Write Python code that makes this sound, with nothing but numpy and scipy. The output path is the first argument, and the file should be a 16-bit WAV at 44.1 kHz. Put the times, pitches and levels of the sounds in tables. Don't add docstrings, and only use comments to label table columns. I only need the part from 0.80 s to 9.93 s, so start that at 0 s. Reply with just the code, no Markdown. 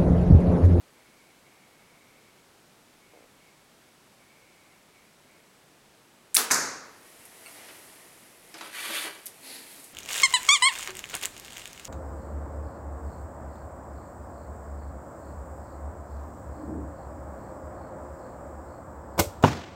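import sys
import numpy as np
from scipy import signal
from scipy.fft import rfft, irfft, next_fast_len
from scipy.io import wavfile

SR = 44100
rng = np.random.default_rng(int(sys.argv[2]) if len(sys.argv) > 2 else 0)


def master(y):
    cut = np.clip(np.atleast_2d(y).T, -1, 1)
    pcm = np.round(cut * 32767)
    wavfile.write(sys.argv[1], SR, pcm.astype(np.int16))


N = 402633
TIME = np.arange(N) / SR
CUTOFF_HZ = 15900


# start_s, peak_db, centre_hz, width_hz, decay_s
RELEASE_SNAPS = [(5.5444, -12, 8600, 1200, 0.00033), (5.5455, -8, 9150, 2500, 0.00098),
                 (5.5500, 1.5, 9700, 1810, 0.00028), (5.5512, -14, 9900, 3520, 0.015),
                 (5.5546, -10, 9350, 3020, 0.0011), (5.5693, -1, 10600, 2200, 0.00079),
                 (5.5472, -28.5, 1900, 1600, 0.0033), (5.5926, -16, 7000, 2500, .0009)]
# start_s, pitch_hz, level_db
SHAFT_ZIP = [(5.5620, 1607, -33), (5.5635, 1995, -23), (5.5664, 3310, -24), (5.5679, 4000, -3.5),
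             (5.5685, 4400, -14), (5.5692, 5600, -9), (5.5712, 6300, -28)]
# freq_hz, relative_db_per_hz
BOW_COLOUR = [(59, -53), (100, -25), (137, -34), (233, -13.5), (420, -11), (467, -7), (564, -12.5),
              (977, -5.5), (1060, -9), (1230, -3.5), (2520, -12), (10600, -5.5), (15500, -12.5)]
# pitch_hz, peak_db, t60_s
BOW_MODES = [(246, -46.5, 0.58), (454, -43.5, 0.86)]
BOW_S, BOW_DB = 5.572, -19.5

# start_s, peak_db, centre_hz, width_hz, decay_s
TARGET_SMACKS = [(5.7043, -17, 1700, 2200, .0015), (5.7045, -21, 6000, 3500, .001),
                 (5.7093, -10, 1500, 1000, .003), (5.7152, -7, 6000, 2500, .0006),
                 (5.7181, -1, 6500, 4500, .0004), (5.7199, -9, 6500, 3000, .0004),
                 (5.7448, -8, 7000, 2500, .0008)]
# freq_hz, relative_db_per_hz
TARGET_COLOUR = [(50, -45), (95, -17.5), (200, -11.5), (265, -8), (500, -5.5), (760, -7.5), (1050, -1.5),
                 (1600, -1), (2200, -7), (3100, -22), (4400, -7), (6600, 1.5), (8000, -6), (12500, -13),
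                 (15500, -29)]
# pitch_hz, peak_db, t60_s
TARGET_MODES = [(100.7, -55.5, 1), (193, -50.5, 0.82), (269, -41.5, 0.84), (1067, -40, 0.56),
                (1095, -43, 0.53), (1536, -36, 0.31), (1620, -50, .45)]
TARGET_S, TARGET_DB = 5.7085, -19.5

# start_s, level_db
SLIDE_SPEED = [(7.76, -57.5), (7.86, -46.5), (7.908, -53), (7.955, -40.5), (8.06, -37), (8.11, -37.5),
               (8.168, -33), (8.205, -36), (8.258, -36.5), (8.305, -45.5), (8.45, -61.5)]
# start_s, length_s, scuff_db, ring_db
HOLDER_CATCHES = [(7.738, 0.02, -50.5, -52), (7.806, 0.04, -50, -72), (8.085, 0.037, -44.5, -49),
                  (8.243, 0.028, -43, -49.5)]
CATCH_ATTACK_S, CATCH_RELEASE_S, HOLDER_RELEASE_S = 0.0076, 0.035, 0.04
HOLDER_HZ = 329.3
# freq_hz, relative_db_per_hz
SCUFF_COLOUR = [(110, -50), (180, -23.5), (269, -8), (326, -5), (457, -6.5), (564, -5), (709, -4),
                (777, -5), (1600, -8), (2080, -19.5), (3520, -120)]
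# freq_hz, relative_db_per_hz
RASP_COLOUR = [(100, -58), (710, -26), (1200, -5), (1720, 0), (2010, 0.5), (2370, -1.5), (2590, -3),
               (3350, -0.5), (3770, -4), (4560, -3.5), (5060, -10.5), (7000, -13.5), (9100, -43),
               (15400, -120)]
# freq_hz, relative_db_per_hz
SHAFT_HISS_COLOUR = [(3820, -36), (6500, -8), (7020, -7.5), (9350, -0.5), (10800, -2), (12900, -6),
                     (14700, -15), (15500, -19)]
ZING_REST_HZ, ZING_RISE_HZ = 1500, 1307
SHAFT_HZ, SHAFT_WIDTH_HZ, SHAFT_DB = 3430, 350, -40

# start_s, level_db
ARM_SPEED = [(6.05, -70), (6.27, -58), (6.6, -55.5), (6.7, -52), (6.88, -54), (7.0, -54), (7.38, -58),
             (7.6, -60.5), (7.7, -57.5), (8.55, -57), (9.13, -58)]
# start_s, length_s, rub_db, shell_db
SLEEVE_STROKES = [(8.6, 0.16, -45.5, -52.5), (8.84, 0.17, -58.5, -58)]
# start_s, length_s, level_db
BOW_DRAGS = [(6.7, 0.21, -53.5)]
BRUSH_ATTACK_S, BRUSH_RELEASE_S = 0.08, 0.099
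FOLDS_FOLLOW = 0.88
# freq_hz, relative_db_per_hz
SHELL_COLOUR = [(3820, -46), (6500, -7.5), (8290, -4), (10600, -1), (12000, -5.5), (13400, -6.5),
                (15500, -17.5)]
# freq_hz, relative_db_per_hz
FOLDS_COLOUR = [(120, -39), (200, -8), (385, 0), (444, -4.5), (476, 1), (542, -6), (661, 1), (730, -3.5),
                (930, -5.5), (1600, -7), (1920, -2), (3700, -10), (6000, -10.5), (7800, -37), (13200, -120)]
# freq_hz, relative_db_per_hz
SLEEVE_COLOUR = [(100, -46), (170, -20), (233, -10), (268, 2), (318, -9), (390, -11.5), (429, -6.5),
                 (615, -13), (665, -7.5), (802, -12), (938, -8), (1150, -18), (1990, -7), (3240, -10.5),
                 (4230, -6.5), (5870, -15), (7200, -24), (9360, -50), (15800, -120)]
# pitch_hz, width_hz of each resonance pass,
# level_db against the untrimmed rub at full speed
WEAVE_SONG = [(4340, 930, -5.5), (10650, 1300, -4)]

# start_s, peak_db, centre_hz, width_hz, decay_s
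ARROW_TICKS = [(6.4535, -33, 9850, 2800, 0.004), (7.782, -35, 9000, 3000, 0.002),
               (8.458, -25, 11000, 4000, 0.0006), (8.4582, -30, 12250, 200, 0.001),
               (8.4628, -28, 8000, 2800, 0.00095), (8.4645, -22.5, 10500, 3500, 0.002),
               (8.469, -20.5, 9200, 4000, 0.0007), (9.042, -33.5, 9500, 2800, 0.0073)]
# start_s, peak_db, centre_hz, decay_s
HANDLING_KNOCKS = [(6.886, -39.5, 1500, 0.014), (7.742, -31, 3020, 0.0035), (7.750, -39, 1900, 0.0022),
                   (7.785, -36, 2500, 0.004), (7.81, -27.5, 1370, 0.0043), (7.814, -31.5, 2200, 0.0022),
                   (8.4648, -36, 3790, 0.0037)]
KNOCK_WIDTH_SHARE = 0.87
# start_s, level_db
FITTING_CLINKS = [(6.660, -40), (6.667, -43)]
# pitch_hz, level_db against the clink, width_hz
FITTING_MODES = [(1430, -10.5, 48), (2170, -4, 120), (2750, -2.5, 99), (4400, -7.5, 160), (8530, -2, 200)]
RATTLE_S, RATTLE_LENGTH_S, RATTLE_DB, RATTLE_HZ = 7.76, 0.14, -40, 3200

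CREAK_S, CREAK_DB = 2.336, -47.5
SLIP_FIRST_GAP_S, SLIP_LONGEST_GAP_S, SLIP_SLOWING = 0.0065, 0.0175, 1.25

# freq_hz, relative_db_per_hz
HISS_COLOUR = [(15, -35), (25, -1.5), (49, -9), (148, 0.5), (331, 0), (421, -1.5), (582, -2.5), (1950, -8),
               (2170, -8.5), (2420, -9), (2850, -10), (7100, -15), (8130, -15), (11200, -17),
               (15500, -24.5)]
HISS_DB = -58.5
# pitch_hz, rms_db
CAMERA_WHINE = [(7854, -85), (7881, -84.5)]
# start_s, length_s, level_db
LENS_RUNS = [(0.12, 0.38, -67), (0.63, 0.87, -66), (2.2, 0.2, -66), (2.59, 0.14, -66.5), (3.02, 0.037, -73),
             (3.37, 0.57, -66), (4.12, 0.13, -64.5), (4.46, 0.11, -64.5)]
LENS_SPIN_UP_S, LENS_SPIN_DOWN_S = 0.041, 0.06
LENS_IDLE_DB = -81

# freq_hz, t60_s
GARAGE_DECAY = [(100, 1.0), (400, 1), (1500, 0.81), (3000, 0.84), (6000, 0.59), (9000, 0.46), (14000, 0.36)]


def shot():
    out = in_garage(contacts(RELEASE_SNAPS) + arrow_zip(), wet_db=-11.5, length=0.22)
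    shudder = reverberation(BOW_COLOUR, length=0.61, build_s=0.0017)
    add(out, BOW_S, from_db(BOW_DB) * shudder + ring(BOW_MODES))
    return out


def arrow_zip(rough=0.49):
    s, hz, db = np.transpose(SHAFT_ZIP)
    phase = 2 * np.pi * np.cumsum(np.interp(TIME, s, hz)) / SR
    grain = noise([(200, -22), (1000, -5.5), (4000, -5), (16000, -7)])
    rub = np.sin(phase) + rough * grain
    level, = gains(np.c_[s, db], fade_db_per_s=8000)
    return level * rub


def target(hollow_hz=3200, hollow_width_hz=1800):
    hollow = signal.iirnotch(hollow_hz, hollow_hz / hollow_width_hz, fs=SR)
    out = signal.lfilter(*hollow, contacts(TARGET_SMACKS))
    tail = reverberation(TARGET_COLOUR, length=1.03, build_s=0.0015)
    add(out, TARGET_S, from_db(TARGET_DB) * tail + ring(TARGET_MODES))
    return out


def next_arrow(zing_width_hz=450, scuff_follows=0.66, hiss_follows=1.19, song_follows=2.6):
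    bright, = gains(SLIDE_SPEED, fade_db_per_s=303)
    speed = bright / bright.max()
    caught = strokes(HOLDER_CATCHES, CATCH_ATTACK_S, CATCH_RELEASE_S)[0]
    boom = strokes(HOLDER_CATCHES, CATCH_ATTACK_S, HOLDER_RELEASE_S)[1]
    grip = flutter(220, depth_db=1.1)

    turns = np.cumsum(ZING_REST_HZ + ZING_RISE_HZ * speed) / SR
    low_pass = signal.butter(2, zing_width_hz, fs=SR, output="sos")
    uneven = signal.sosfilt(low_pass, rng.standard_normal(N))
    zing = rms_one(uneven * np.cos(2 * np.pi * turns))

    scuff_level = np.hypot(caught, from_db(-45.5) * speed ** scuff_follows)
    scuff = scuff_level * noise(SCUFF_COLOUR) * flutter(70, depth_db=2.0)
    rasp = bright * (from_db(-1.5) * noise(RASP_COLOUR) + from_db(-9) * zing)
    song = from_db(SHAFT_DB) * speed ** song_follows * narrow_noise(SHAFT_HZ, SHAFT_WIDTH_HZ)
    hiss_level = from_db(-36.5) * speed ** hiss_follows
    hiss = hiss_level * noise(SHAFT_HISS_COLOUR) * flutter(700, depth_db=0.5)
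    holder = from_db(-1) * boom * narrow_noise(HOLDER_HZ, width_hz=18)
    return in_garage(grip * (scuff + rasp + song + hiss), wet_db=-8.0, length=0.13) + holder


def jacket():
    arms, = gains(ARM_SPEED)
    brush, brush_swish = strokes(SLEEVE_STROKES, BRUSH_ATTACK_S, BRUSH_RELEASE_S)
    shell_level = from_db(0.1) * (arms + brush_swish)
    shell = shell_level * noise(SHELL_COLOUR) * flutter(500, depth_db=1.0)

    drag, = strokes(BOW_DRAGS, BRUSH_ATTACK_S, BRUSH_RELEASE_S)
    rub = np.hypot(drag, from_db(-52.5) * (arms / arms.max()) ** FOLDS_FOLLOW)
    folds = rub * noise(FOLDS_COLOUR) * flutter(90, depth_db=0.4)

    threads = rng.standard_normal(N)
    weave = np.zeros(N)
    for hz, width_hz, db in WEAVE_SONG:
        weave += from_db(db) * rms_one(resonate_twice(threads, hz, width_hz))
    speed = brush / brush.max()
    cloth = from_db(-1.0) * noise(SLEEVE_COLOUR) + speed * weave
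    sleeve = brush * cloth * flutter(300, depth_db=0.9)
    return shell + folds + sleeve


def handling(clink_decay_s=0.0014):
    knocks = [(s, db, hz, KNOCK_WIDTH_SHARE * hz, decay) for s, db, hz, decay in HANDLING_KNOCKS]
    clinks = [(s, db + mode_db, hz, width_hz, clink_decay_s)
              for s, db in FITTING_CLINKS
              for hz, mode_db, width_hz in FITTING_MODES]
    return in_garage(contacts(ARROW_TICKS + knocks + clinks + rattle()), wet_db=-3.5, length=0.31)


def rattle(count=9, spread_db=2.5, width_hz=2200, decay_s=0.0012):
    rows = []
    for when, force in rng.random((count, 2)):
        start_s = RATTLE_S + RATTLE_LENGTH_S * when
        peak_db = RATTLE_DB + spread_db * (2 * force - 1)
        rows.append((start_s, peak_db, RATTLE_HZ, width_hz, decay_s))
    return rows


def creak(hz=520, width_hz=190, decay=0.00092, count=10):
    gaps = np.minimum(SLIP_FIRST_GAP_S * SLIP_SLOWING ** np.arange(count), SLIP_LONGEST_GAP_S)
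    times = CREAK_S + np.cumsum(gaps) - gaps
    levels = CREAK_DB + rng.normal(0, 1.1, count)
    slips = [(s, db, hz, width_hz, decay) for s, db in zip(times, levels)]
    return contacts(slips, grit=0.02)


def camera():
    whine = sum(from_db(db) * np.sqrt(2) * np.sin(2 * np.pi * hz * TIME) for hz, db in CAMERA_WHINE)
    whir = narrow_noise(2216, width_hz=290)
    runs, = strokes(LENS_RUNS, LENS_SPIN_UP_S, LENS_SPIN_DOWN_S)
    motor = (runs + from_db(LENS_IDLE_DB)) * flutter(14, depth_db=0.5)
    return from_db(HISS_DB) * noise(HISS_COLOUR) + whine + from_db(-1.8) * motor * whir


def contacts(rows, grit=0.35):
    out, t = np.zeros(N), TIME[:SR // 8]
    for s, peak_db, hz, width_hz, decay in rows:
        force = grit * rng.standard_normal(len(t)) * np.exp(-t / decay)
        force[0] += 1
        click = resonate_twice(force, hz, 2 * width_hz)
        add(out, s, from_db(peak_db) * click / np.abs(click).max())
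    return out


def ring(modes):
    t = TIME[:2 * SR]
    return sum(from_db(db - 60 * t / t60) * np.sin(2 * np.pi * hz * t) for hz, db, t60 in modes)


def reverberation(spectrum, length, build_s, build_cycles=0.58):
    t = TIME[:2 * SR]
    echoes = rfft(noise(spectrum, size=len(t)))
    centres = np.geomspace(60, 16000, 17)
    hz, out = np.arange(len(echoes)) * SR / len(t), 0
    for centre, share in zip(centres, np.eye(len(centres))):
        band = irfft(echoes * np.interp(hz, centres, share))
        build = 1 - np.exp(-t / (build_s + build_cycles / centre))
        t60 = length * at_hz(GARAGE_DECAY, centre)
        out = out + band * build * np.exp(-np.log(1000) * t / t60)
    return out * flutter(320, depth_db=0.05)[:len(t)]


def in_garage(x, wet_db, length):
    room = reverberation([(100, 0), (16000, 0.013)], length, build_s=0.0013)
    return x + from_db(wet_db) * signal.fftconvolve(x, room / np.linalg.norm(room))[:N]


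def strokes(rows, attack_s, release_s):
    out = 0
    for start, length, *levels_db in rows:
        swell = np.clip((TIME - start) / attack_s, 0, 1)
        release = np.exp(-np.clip((TIME - start - length) / release_s, 0, 20))
        out = out + np.outer(from_db(levels_db), swell * release)
    return out


def gains(rows, fade_db_per_s=250):
    s, *columns = np.transpose(rows)
    outside = np.abs(TIME - np.clip(TIME, s[0], s[-1]))
    fade = np.minimum(fade_db_per_s * outside, 200)
    return [from_db(np.interp(TIME, s, c) - fade) for c in columns]


def flutter(rate, depth_db):
    steps = rng.standard_normal(N // 20)
    return from_db(depth_db * np.interp(TIME * rate, np.arange(len(steps)), steps))


def noise(spectrum, size=N):
    n = next_fast_len(size)
    colour = from_db(at_hz(spectrum, np.arange(n // 2 + 1) * SR / n))
    return rms_one(irfft(rfft(rng.standard_normal(n)) * colour, n)[:size])


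def narrow_noise(hz, width_hz):
    return rms_one(resonate_twice(rng.standard_normal(N), hz, width_hz))


def resonate_twice(x, hz, width_hz):
    return resonate(resonate(x, hz, width_hz), hz, width_hz)


def resonate(x, hz, width_hz):
    peak = signal.iirpeak(min(hz, 0.45 * SR), hz / min(width_hz, 0.4 * SR), fs=SR)
    return signal.lfilter(*peak, x)


def at_hz(points, hz):
    f, value = np.transpose(points)
    return np.interp(np.log(np.maximum(hz, 1)), np.log(f), value)


def add(out, s, sound):
    i = int(round(s * SR))
    out[i:i + len(sound)] += sound[:N - i]


def from_db(db):
    return 10 ** (np.asarray(db) / 20)


def rms_one(x):
    return x / np.sqrt(np.mean(x ** 2) + 1e-20)


def scene():
    return (camera() + creak() + shot() + target() + jacket() + next_arrow() + handling())[None]


def record(dry):
    low_cut = signal.butter(1, 30, "high", fs=SR, output="sos")
    top_cut = signal.ellip(10, 0.1, 80, CUTOFF_HZ, fs=SR, output="sos")
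    clipped = np.clip(dry, -1, 1)
    return signal.sosfilt(top_cut, signal.sosfilt(low_cut, clipped))


dry = scene()
out = record(dry)
master(out)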